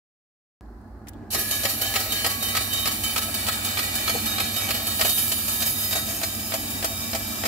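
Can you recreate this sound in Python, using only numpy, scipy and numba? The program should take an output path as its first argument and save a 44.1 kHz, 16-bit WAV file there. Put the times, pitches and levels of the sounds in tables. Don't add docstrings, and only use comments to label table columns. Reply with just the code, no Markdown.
import sys
import numpy as np
from numba import njit
from scipy import signal
from scipy.fft import rfft, irfft, next_fast_len
from scipy.io import wavfile
from scipy.ndimage import uniform_filter1d

SR = 44100
rng = np.random.default_rng(int(sys.argv[2]) if len(sys.argv) > 2 else 0)


def dump(signal):
    limited = np.clip(np.atleast_2d(signal).T, -1, 1)
    pcm = np.round(limited * 32767).astype(np.int16)
    wavfile.write(sys.argv[1], SR, pcm)


N = 329427
T = np.arange(N) / SR
SPIN_S, TURN_S, FIRST_KNOCK_S = 1.303, 0.30538, 1.329


def undb(db):
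    return np.exp(np.asarray(db) * np.log(10) / 20)


def density(db):
    return undb(db) * np.sqrt(SR / 2)


def noise():
    return rng.standard_normal((2, N))


def over_time(points):
    return np.interp(T, *np.transpose(points))


def colour(x, points):
    size = next_fast_len(N)
    hz, db = np.transpose(points)
    bins = np.fft.rfftfreq(size, 1 / SR)
    gain = undb(np.interp(np.log(bins + 1), np.log(hz + 1), db))
    return irfft(rfft(x, size) * gain, size)[..., :N]


def bursts(times, db, rise, fall):
    out = np.zeros(N + SR)
    t = np.arange(SR // 4) / SR
    shape = (1 - np.exp(-t / rise)) ** 2 * np.exp(-t / fall)
    for s, gain in zip(times, undb(db)):
        first = int(s * SR)
        out[first:first + len(t)] += gain ** 2 * shape / shape.max()
    return out[:N]


@njit(fastmath=True)
def resonate(drive, pole, left, right, twin, wander, slip):
    out = np.zeros(drive.shape)
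    for k in range(len(pole)):
        a, b = 0j, 0j
        for i in range(drive.shape[1]):
            j, u = i >> 11, (i & 2047) / 2048
            g = wander[k, j] + u * (wander[k, j + 1] - wander[k, j])
            turned = slip[k, j] + u * (slip[k, j + 1] - slip[k, j])
            a = a * pole[k] + drive[0, i]
            b = b * pole[k] + drive[1, i]
            out[0, i] += g * left[k] * a.imag
            out[1, i] += g * ((right[k] * turned * a).imag + twin[k] * b.imag)
    return out


def ring(drive, modes, alike, wander_db, slip_rad, narrow=0.36):
    hz, width, db, pan_db, lead = np.transpose(modes)
    radius = np.exp(-np.pi * narrow * width / SR)
    pole = radius * np.exp(2j * np.pi * hz / SR)
    gain = undb(db) * np.sqrt(2 * (1 - radius ** 2))
    chance = rng.standard_normal((2, len(hz), N // 2048 + 2))
    quick, slow = uniform_filter1d(chance[0], size=2), uniform_filter1d(chance[1], size=16)
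    wander = undb(wander_db * (quick + 5.2 * slow))
    slip = np.exp(1j * slip_rad * np.cumsum(chance[1], axis=1))
    alike = np.clip(alike, 0, 1)
    left, right = gain * undb(pan_db / 2), gain * undb(-pan_db / 2)
    shared = right * np.sqrt(alike) * np.exp(-1j * lead)
    return resonate(drive, pole, left, shared, right * np.sqrt(1 - alike), wander, slip)


# f/Hz, level/dB per Hz
HALL_AIR = [(15, -36), (25, -41), (59, -1), (108, -6), (175, -28), (211, -5), (341, -11), (477, -23.5),
            (816, -17.5), (879, -24.5), (1100, -26.5), (1530, -29), (2100, -41.5), (2730, -83),
            (4620, -120)]
# t/s, level/dB
BED_SWELL = [(.61, -45.5), (.9, -44), (1.15, -42), (1.4, -41), (2.5, -40.5), (4.2, -39.5), (5.5, -40.5),
             (7.47, -40)]
# f/Hz, width/Hz, level/dB, left minus right/dB, left lead/rad
MOTOR_MODES = [(57.6, 11, -87, -6, .01), (89.6, 15, -53.5, -7, .01), (88, 39, -55, 5, .01),
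               (146.7, 35, -51.5, 1.5, .01), (224.2, 45, -41.5, -6, .01), (296, 13, -50.5, -1, .01),
               (630, 400, -52.5, 5, 0.32), (859, 6.5, -55.5, 6, 0.91), (1682, 51, -56.5, 6, .3),
               (710, 9.2, -68, 5, 0.27), (1000, 6.8, -64.5, 10, .3)]
# t/s, level/dB
FAR_COMPRESSOR = [(.6, -38.5), (1.1, -47.5), (3.5, -57), (4.3, -56), (7.47, -63)]


def hall():
    swell = undb(over_time(BED_SWELL) + 38.0)
    mid, side = noise()
    side = colour(side, [(60, -29), (300, -17), (700, -10), (2000, 1.0)])
    air = colour(np.array([mid + side, 1.24 * (mid - side)]), HALL_AIR) * density(-58)
    running = np.interp(T, [.9, 1.4], [.45, 1])
    rough = ring(noise(), MOTOR_MODES, alike=.98, wander_db=1, slip_rad=0)
    mains_hz, mains_db = 99.4, -41.5
    mains = undb(mains_db + np.array([[-1.5], [1.5]])) * np.sqrt(2) * np.sin(2 * np.pi * mains_hz * T)
    hum = ring(noise(), [(53, 6, 0, -1.5, 0)], alike=1, wander_db=0, slip_rad=0)
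    far = undb(over_time(FAR_COMPRESSOR)) * hum
    return swell * (air + running * (rough + running * mains)) + far


# t/s, level/dB, f/Hz (centre), decay/s
SWITCH_CLICKS = [
    (0.66, -54, 3900, .0006),
    (.876, -57, 900, .008),
    (.813, -60, 11000, .003),
    (.988, -66, 13000, .002),
    (1.09, -31, 11600, 0.0027),
    (1.084, -31.5, 6000, 0.0038),
    (1.07, -34, 2000, 0.014),
    (1.133, -51, 8200, .003),
    (1.133, -50, 3500, 0.015),
    (1.09, -58, 2900, .04),
]


def switch():
    out = np.zeros((2, N))
    for s, db, hz, decay in SWITCH_CLICKS:
        click = np.sqrt(bursts([s], [db], 0.00035, decay / 2)) * noise()
        out += colour(click, [(hz / 3, -14), (hz / 1.33, -3), (hz, 3), (hz * 1.2, -3), (hz * 3, -14)])
    return out


# first knock level/dB, second knock level/dB, housing thud level/dB
BLADE_TURNS = [(-51.5, -30.5, -42), (-35, -27.5, -22), (-30.5, -24.5, -47), (-24, -30, -23),
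               (-26, -25, -49), (-26, -29, -51), (-26.5, -29, -40), (-32.5, -28, -34), (-29.5, -30, -39),
               (-27, -31.5, -26), (-28, -29.5, -40), (-33, -28.5, -28), (-27.5, -22.5, -20),
               (-67, -31.5, -37), (-54, -29.5, -30), (-41, -30, -41), (-34, -29.5, -24),
               (-30, -30.5, -20.5), (-29, -31.5, -23), (-31, -33, -20), (-28, -28, -17)]


def turns():
    return FIRST_KNOCK_S + TURN_S * np.arange(len(BLADE_TURNS))


# t/s, thud level/dB, tick level/dB, thud f/Hz, length/s
STRAY_CONTACTS = [(1.15, -42.5, -95, 296, 0.072), (1.223, -51.5, -92, 385, 0.045),
                  (1.351, -36.5, -38, 382, 0.03), (4.427, -38.5, -58, 221, 0.035),
                  (6.736, -34.5, -58, 242, 0.029), (2.057, -42, -31, 650, 0.015),
                  (3.279, -39, -33, 680, 0.017), (3.35, -47, -41, 700, 0.0099),
                  (4.141, -31, -46, 460, 0.016), (5.046, -29, -16, 642, 0.012),
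                  (5.085, -53, -24, 690, 0.021), (5.093, -55, -11, 690, 0.0041),
                  (5.18, -54, -28, 690, .006), (5.32, -52, -15, 700, 0.0054), (5.18, -48, -21, 684, 0.019),
                  (5.952, -35.5, -20, 700, 0.011), (6.064, -47.5, -28, 686, 0.06),
                  (4.152, -28.5, -48, 750, 0.0084)]
# f/Hz, width/Hz, level/dB, left minus right/dB, left lead/rad
HOUSING_MODES = [
    (670, 75, -3, 3.5, .3),
    (780, 70, -10, 2.5, .3),
    (560, 80, -14, 1.5, .2),
]


def housing():
    turn, thud_db = turns(), np.transpose(BLADE_TURNS)[2]
    blows = np.zeros(N + SR)
    for delay, db in [(.001, -6), (.014, -56), (.019, -7), (.075, -13)]:
        blows[((turn + delay) * SR).astype(int)] += undb(thud_db + db)
    push = np.convolve(blows, np.hanning(30) / 15)[:N]
    rattle = np.sqrt(bursts(turn + 0.0149, thud_db - 26.5, 0.00024, 0.0052)) * noise()
    out = undb(22) * ring(push + rattle, HOUSING_MODES, alike=1.0, wander_db=.6, slip_rad=0.05)
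    grit = noise()
    for at, db, _, hz, length in STRAY_CONTACTS:
        shove = np.sqrt(bursts([at], [db], 0.11 * length, 0.5 * length)) * grit
        mode = (hz, 70 + 1.2 / length, 3, 2.5, .3)
        out += ring(shove, [mode], alike=.85, wander_db=0, slip_rad=0)
    return out


# t/s, rubbing level/dB, dryness/dB, unevenness round the rim (0-1)
RIM_RUB = [(1.5, -34, 9.5, 1.1), (2.15, -33, 3.5, 1.1), (2.45, -34, 6, 1.1), (2.8, -33.5, 5.5, 1.2),
           (3.35, -33.5, 5, 1), (3.7, -32, 2.5, 0.75), (4.36, -32.5, 3.5, 0.06), (4.8, -32.5, 2, 0.95),
           (5.14, -34, 12, 0), (5.4, -33.5, 8, 0.1), (5.77, -32.5, 8.5, 1.4), (6.1, -36.5, 7, 0),
           (6.59, -36.5, 5.5, 0), (7.47, -35.5, 3.5, 0)]
# share of a turn, level/dB
RIM_SHAPE = [(0, 6.5), (.13, -6), (.2, 6.5), (.28, 0.5), (.45, -3), (.56, -1.5), (.62, -1), (.75, 2),
             (.9, -0.5), (1, -1)]


def contact(knock_db, scrape_db, scrape_s):
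    s, *columns = np.transpose(RIM_RUB)
    mid_db, dry_db, uneven = (np.interp(T, s, c) for c in columns)
    low_db, high_db = mid_db - 4.5 - 0.73 * dry_db, mid_db + dry_db
    turn, (first_db, second_db, _) = turns(), np.transpose(BLADE_TURNS)
    tick_db = -20 + 0.76 * (np.maximum(first_db, second_db) + 33.5)
    graze_db = -27 - 0.54 * (turn - turn[0]) - 9 * (turn > 5.45)
    rim_db = np.clip(uneven, 0, 1) * np.interp((T - turn[0]) / TURN_S % 1, *np.transpose(RIM_SHAPE))

    knock = bursts(turn, first_db - .5, 0.00085, 0.0019) + bursts(turn + 0.013, second_db, 0.0027, 0.0061)
    bright = bursts(turn, tick_db - 9.0, 0.00099, 0.00097) + bursts(turn + 0.017, tick_db, 0.0011, 0.0031)
    scrape = bursts(turn + 0.1783, graze_db + scrape_db, 0.0038, scrape_s)
    for at, thud_db, stray_db, _, length in STRAY_CONTACTS:
        knock = knock + bursts([at], [(thud_db + stray_db) / 2 - 1], 0.25 * length, 0.96 * length)
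        bright = bright + bursts([at], [stray_db], 0.061 * length, 0.87 * length)
    knock, bright = knock * undb(2 * knock_db), bright * undb(2 * knock_db)

    slow_start, spin_up = np.clip((T - SPIN_S) / 0.031, 0, 1) ** 2, np.clip((T - SPIN_S) / 0.0072, 0, 1)
    low = slow_start * undb(2 * (low_db + rim_db)) + knock + undb(-23.0) * scrape
    mid = spin_up * undb(2 * (mid_db + rim_db)) + undb(-9.5) * bright + undb(-3) * scrape + knock
    high = spin_up * undb(2 * (high_db + 0.66 * rim_db)) + undb(-4.0) * bright + undb(7.5) * scrape
    grit = noise() * undb(2.33 * rng.exponential(size=N) - 3.5)
    bands = [(low, -39, [(2500, 0), (3300, -40)]),
             (mid, -33, [(2300, -40), (2950, 0), (8500, 0), (10000, -30)]),
             (high, -32, [(7800, -30), (9300, 0)])]
    return sum(np.sqrt(power) / undb(usual_db) * colour(grit, edges) for power, usual_db, edges in bands)


# f/Hz, level/dB per Hz
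RIM_HISS = [(300, -24), (450, -19), (700, 5.5), (1000, -6), (1500, -9), (2100, 1), (3000, 3.5), (3400, -2),
            (4400, 6), (6100, -5), (7400, 3), (8600, -3), (11500, -6.5), (15500, -17.5)]
# f/Hz, left minus right/dB
RIM_HISS_PAN = [(60, -2.5), (110, -2.5), (200, -34), (380, -37.5), (700, 0.5), (1290, -11), (2380, 1.5),
                (4400, 3), (8120, 10.5), (15000, -19.5)]
# f/Hz, level/dB, left minus right/dB
PANEL_MODES = [(470, -55, 1), (669, -50, 6.5), (777, -48.5, 2), (1245, -52, -2), (1464, -52.5, .7),
               (1605, -55, 1), (1911, -50, 4), (1971, -50.5, 6.5), (2542, -49, .6), (2780, -48.5, 2),
               (2840, -50.5, 2), (2976, -53, 2), (3230, -52, -3), (3371, -50, 1.3),
               (4171, -47.5, -4), (4282, -52, -2), (4438, -48, 0), (4701, -51, -1.4), (4878, -51, -3),
                  (5107, -48.5, .4), (5324, -48.5, -1), (5729, -52, 4.4), (6173, -54, 5), (6384, -52, 2.5),
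                  (6772, -51, 4.6), (6867, -50, 2), (7089, -51.5, .6), (7712, -50, 4.5)]


def panels(count):
    place, size, side, lead = rng.random((count, 4)).T
    hz = 450 + 15200 * (np.arange(count) + place) / count

    def at(points):
        point_hz, level = np.transpose(points)
        return np.interp(np.log(hz), np.log(point_hz), level)

    db = at(RIM_HISS) - 53 + 6 * (size - .5) - 9 * (hz < 8800)
    pan_db = at(RIM_HISS_PAN) + 0.74 * (side - .5)
    free = np.ones(count, bool)
    for own_hz, own_db, own_pan_db in PANEL_MODES:
        k = np.argmin(abs(hz - own_hz) + SR * ~free)
        free[k], hz[k], db[k], pan_db[k] = False, own_hz, own_db - 0.95, own_pan_db
    width = 28 + hz / 350 + 60 * (hz < 900)
    lead_rad = 2 * np.pi * lead * np.clip((hz - 450) / 2500, 0, 1)
    return np.transpose([hz, width, db, pan_db, lead_rad])


# f/Hz, width/Hz, level/dB, left minus right/dB,
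# left lead/rad
BLADE_MODES = [(1130, 11, -50.1, -1.2, 0.8), (1174, 10, -54.5, 2.4, 2.1), (1270, 3, -47.0, -3.5, 0.4),
               (1297, 43, -46.5, -2.5, 0.2), (1663, 12, -48.7, 2.2, 0.8), (1707, 13, -47.8, 1.8, 1.9),
               (2288, 9, -48.7, 2.2, -0.3), (2334, 9, -47, -7.7, -0.5), (2369, 15, -50.5, -1.3, 0.1),
               (3058, 19, -45, -2.0, -0.9), (3095, 26, -47.8, 0.4, -0.8), (3650, 18, -50.4, 0.2, 0.9),
               (3698, 12, -47.8, 1.0, 1.0), (3763, 16, -43, -6.2, -1.5)]
GUARD_MODES = [(4517, 9, -48.5, -1.8, -2.5), (5109, 18, -48.6, 0.3, -3.1), (5324, 23, -51.0, -1.3, 2.4),
               (5728, 22, -52.8, 4.5, -0.3), (6385, 19, -53.2, 2.4, 0.2), (6535, 22, -49.7, 3.3, 0.5),
               (6869, 29, -50.0, 1.8, -2.8), (7241, 19, -52.1, 2.4, 0.4), (7332, 22, -50.0, -1.1, 2.0),
               (7704, 42, -50.7, 4.8, -0.2)]
COVER_MODES = [(9959, 43, -48.2, 1.3, -2.3), (10131, 46, -48.2, 2.8, -3.1), (10357, 23, -48.7, -2.0, 3.1),
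               (10503, 29, -50.8, -2.7, 1.4), (10826, 20, -47.8, -4.1, 2.8), (10923, 18, -50.2, -2.6, 2.8),
               (11047, 27, -46.4, -5.3, 2.4), (11235, 24, -47, -5.3, -2.2), (11418, 28, -44.2, -4.1, 2.0),
               (11666, 31, -49.4, -5.6, -2.3), (11900, 40, -49, -5, 1.0), (12015, 25, -46, -6, -1.0),
               (12425, 29, -45.3, -8.5, -0.7), (12662, 20, -44.7, -8.5, 0.5), (12845, 43, -45, -6.2, 1.7),
               (13211, 24, -49.5, -8.6, 0.5), (13361, 31, -48.4, -5.6, 0.8), (13410, 20, -48.2, -1.8, 2.5),
               (13663, 36, -48.4, -6.5, 0.0), (13884, 24, -50.5, -5.1, -0.3), (14217, 20, -50.1, -2.6, 0.7),
               (14400, 47, -47.6, -7.0, 0.8), (14793, 30, -48.4, -4.5, -1.5),
               (14998, 40, -48.3, -4.4, -0.7), (15525, 18, -54, -4.1, 2.0), (15569, 51, -48.6, -2.4, 0.5)]


def blade():
    shake = contact(knock_db=-2.5, scrape_db=3.5, scrape_s=0.0038)
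    sing = contact(knock_db=-4.0, scrape_db=7.0, scrape_s=0.015)
    hiss = np.array([np.roll(shake[0], shift=16), 0.75 * shake[0] + 1.29 * shake[1]])
    hiss = colour(hiss, RIM_HISS) * density(-76.0)
    pan = np.array(RIM_HISS_PAN)
    hiss = np.array([colour(hiss[0], pan * [1, .5]), colour(hiss[1], pan * [1, -.5])])
    steel = ring(sing, BLADE_MODES + GUARD_MODES, alike=0.75, wander_db=1.3, slip_rad=0.13, narrow=0.63)
    cover = ring(shake, COVER_MODES, alike=.8, wander_db=1.7, slip_rad=0.63, narrow=0.81)
    trays = ring(shake, panels(count=150), alike=1.0, wander_db=2.0, slip_rad=0.33)
    return hiss + undb(-4.5) * steel + undb(-3) * cover + trays


# f/Hz, level/dB
SUNG_MODES = [(867, -62), (1131, -59), (1297, -60), (1666, -53.5), (1709, -57), (2288, -58),
              (2333.5, -43.5), (3057, -56), (3700, -54), (3761, -51), (4517, -57)]
# t/s, length/s, f/Hz, level/dB
RIM_LOCKS = [(1.66, 0.11, 1297, -45), (1.935, 0.2, 1297, -41.5), (4.88, .3, 2333, -55),
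             (5.958, .15, 1297, -48), (7.14, 0.19, 1666, -46.5), (1.356, 0.27, 1666, -48),
             (1.353, 0.32, 1709, -40), (1.814, 0.14, 3058, -32), (1.84, .17, 1707, -42),
             (2.09, 0.074, 3761, -32), (2.102, 0.26, 1666, -41), (2.108, 0.19, 3058, -31.5),
             (2.227, .12, 1297, -48), (2.234, 0.5, 1131, -39.5), (2.4, 0.19, 3761, -34),
             (2.422, 0.15, 3058, -35), (2.484, 0.16, 2333, -38), (2.53, 0.091, 1297, -33),
             (2.71, 0.19, 3761, -32.5), (2.691, 0.31, 3056, -33.5), (2.827, 0.2, 1131, -43),
             (3.028, 0.11, 3056, -30.5), (3.062, 0.1, 2333, -44), (3.04, .06, 4517, -46),
             (3.154, 0.15, 1297, -38.5), (3.335, 0.17, 2288, -37), (3.45, 0.11, 1297, -38),
             (3.657, 0.47, 3761, -49), (3.766, 0.18, 2333, -43), (4.035, 0.15, 2333, -38),
             (4.266, 0.2, 3761, -30), (4.538, .12, 3761, -33), (4.602, 0.1, 2288, -33.5),
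             (4.8, 0.31, 3761, -43), (4.967, 0.1, 2333, -45), (5.05, 0.25, 3761, -33.5),
             (5.075, 0.18, 3700, -39), (5.185, 0.16, 2333, -42), (5.506, 0.37, 3761, -39.5),
             (5.904, 0.16, 3761, -32.5), (6.05, 0.23, 3761, -55), (6.604, 0.36, 3761, -48),
             (6.62, 0.16, 2333, -54), (4.254, 0.57, 2333, -77), (4.75, 0.17, 2333, -64),
             (5.95, 0.091, 2333, -67), (6.25, 0.08, 2333, -64), (6.89, 0.25, 2333, -64),
             (7.202, 0.19, 2333, -75), (6.28, 0.18, 3761, -57), (3.5, 0.27, 2333, -66),
             (6.88, 0.22, 3761, -46), (7.224, 0.29, 3761, -47)]


def song():
    rub_db = np.interp(T, *np.transpose(RIM_RUB)[:2])
    force = undb(rub_db + 33) * np.clip((T - SPIN_S) / 0.051, 0, 1)
    knots, out = np.arange(0, T[-1] + .1, .05), 0
    sung_hz = np.array(SUNG_MODES)[:, 0]
    sides = np.array([[.5], [-.5]])
    for k, (hz, db) in enumerate(SUNG_MODES):
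        walks = rng.standard_normal((4, len(knots))).cumsum(axis=1)
        drift, left, right, swell = (np.interp(T, knots, c) for c in walks)
        size = force * undb(db + 0.5)
        pan_db, lead = min(BLADE_MODES + GUARD_MODES, key=lambda mode: abs(mode[0] - hz))[3:]
        for at, length, locked_hz, locked_db in RIM_LOCKS:
            if np.argmin(abs(sung_hz - locked_hz)) == k:
                span = slice(int(at * SR), int((at + 2 * length) * SR))
                age = T[span] - at
                hold = np.clip(age / .02, 0, 1) * np.exp(-(age / length) ** 4 - .5 * age / length)
                tremble = undb(3.5 * np.sin(hz + 2 * np.pi * 23 * age + 2 * swell[span]))
                size[span] += undb(locked_db - 1.5) * hold * tremble
        flutter = undb(1.8 * np.sin(.3 * swell + np.array([[0], [1.5]])))
        phase = 2 * np.pi * hz * T + 0.45 * drift + 0.1 * np.array([left, right]) + lead * sides
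        out = out + np.sqrt(2) * size * flutter * np.sin(phase) * undb(.6 * pan_db * sides)
    return out


# f/Hz, width/Hz
ECHO_NOTCHES = [(1020, 70), (2130, 80), (2470, 40), (2700, 60), (2930, 50), (3300, 80), (3450, 80),
                (3920, 80), (4280, 110), (4620, 50), (4950, 140), (5450, 110), (6000, 100), (6650, 130),
                (7400, 150), (8650, 90), (9700, 200), (10700, 300), (11700, 150), (13600, 400),
                (15100, 150)]
# phone low level/dB, close level/dB, drawn back level/dB
NOTCH_DEPTHS = [(-3, -4, 1), (-0.5, -7, -9), (1, -1, -5), (9, -1, 12), (-1, 1.5, -7.5), (-9, -8.5, -9),
                (-1, 3.5, 0), (0, -2, -3), (2.5, -0.5, -8), (12.5, 1, -3), (-3, -2.5, 4), (3, -4.5, -1),
                (3, -3, -2), (-2, -2, 5), (-1.5, 0, 1.5), (-4, -7, 2.5), (-9, -2.5, -2.5), (-3.5, -2.5, -5),
                (-3, -4, -1), (-7, -2, 0.5), (-7, 2, 1)]
PHONE_MOVES = [
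    2.2,
    3.4,
    4.9,
    6.0,
]


def table(x):
    hz = np.arange(100, 16000, 20.)
    shapes = np.array([np.exp(-.5 * ((hz - at) / width) ** 2) for at, width in ECHO_NOTCHES])
    bass_loss_db = 18 * np.log2(np.clip(420 / hz, 1, 8))
    place = np.interp(T, PHONE_MOVES, [0, 1, 1, 2])
    out = 0
    for k, db in enumerate(np.clip(NOTCH_DEPTHS, -20, 4).T @ shapes):
        nearness = np.clip(1 - abs(place - k), 0, 1)
        out = out + nearness * colour(x, np.transpose([hz, db - bass_loss_db]))
    return out


# f/Hz, level/dB
GUARD_CRACK = [(500, -3), (1100, -2), (2300, 11), (3400, 5.5), (5000, 7.5), (8000, -24)]
# f/Hz, width/Hz, level/dB, left minus right/dB, left lead/rad
KNOCKED_MODES = [(1131, 40, -3, -1, .8), (1297, 45, -1, -2.5, .2), (1600, 70, -4, 2, 1.0),
                 (1900, 60, -9, 1, .5), (2290, 50, -2, -3, -.4), (3400, 70, -4, 1, .9),
                 (4230, 60, -2, -2, -1.5), (5110, 60, -6, .3, -3.0)]


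def clack():
    turn, (first_db, second_db, _) = turns(), np.transpose(BLADE_TURNS)
    first = bursts(turn - .002, first_db - 0.5, 0.0021, 0.0039)
    second = bursts(turn + 0.018, second_db, 0.0025, 0.0044)
    mid, side = noise() * np.sqrt(first + second)
    rung = ring(np.array([mid, side]), KNOCKED_MODES, alike=.8, wander_db=1.0, slip_rad=.2, narrow=1.0)
    crack = colour(np.array([mid + .5 * side, mid - .5 * side]), GUARD_CRACK)
    return undb(-0.5) * crack + undb(np.interp(T, PHONE_MOVES, [-6.0, -1.5, -5.0, -7.5])) * rung


def scene():
    return table(blade() + song()) + housing() + hall() + switch() + clack()


# f/Hz, level/dB per Hz
MIC_NOISE = [(1180, -30), (2000, -4), (2820, -11), (3530, -13), (4310, -2), (6300, -10.5), (11700, -10.5),
             (15700, -11)]


def microphones():
    return colour(noise(), MIC_NOISE) * density(-103)


def roll_off(x):
    return signal.sosfilt(signal.butter(12, 16200, fs=SR, output="sos"), x)


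def record(dry):
    heard = (dry + microphones()) * (T > .6096)
    low_pass = signal.ellip(10, .2, 60, 15680, fs=SR, output="sos")
    high_pass = signal.butter(3, 42, "high", fs=SR, output="sos")
    mix = signal.sosfilt(high_pass, signal.sosfilt(low_pass, heard))
    return roll_off(mix)


dry = scene()
out = record(dry)
dump(out)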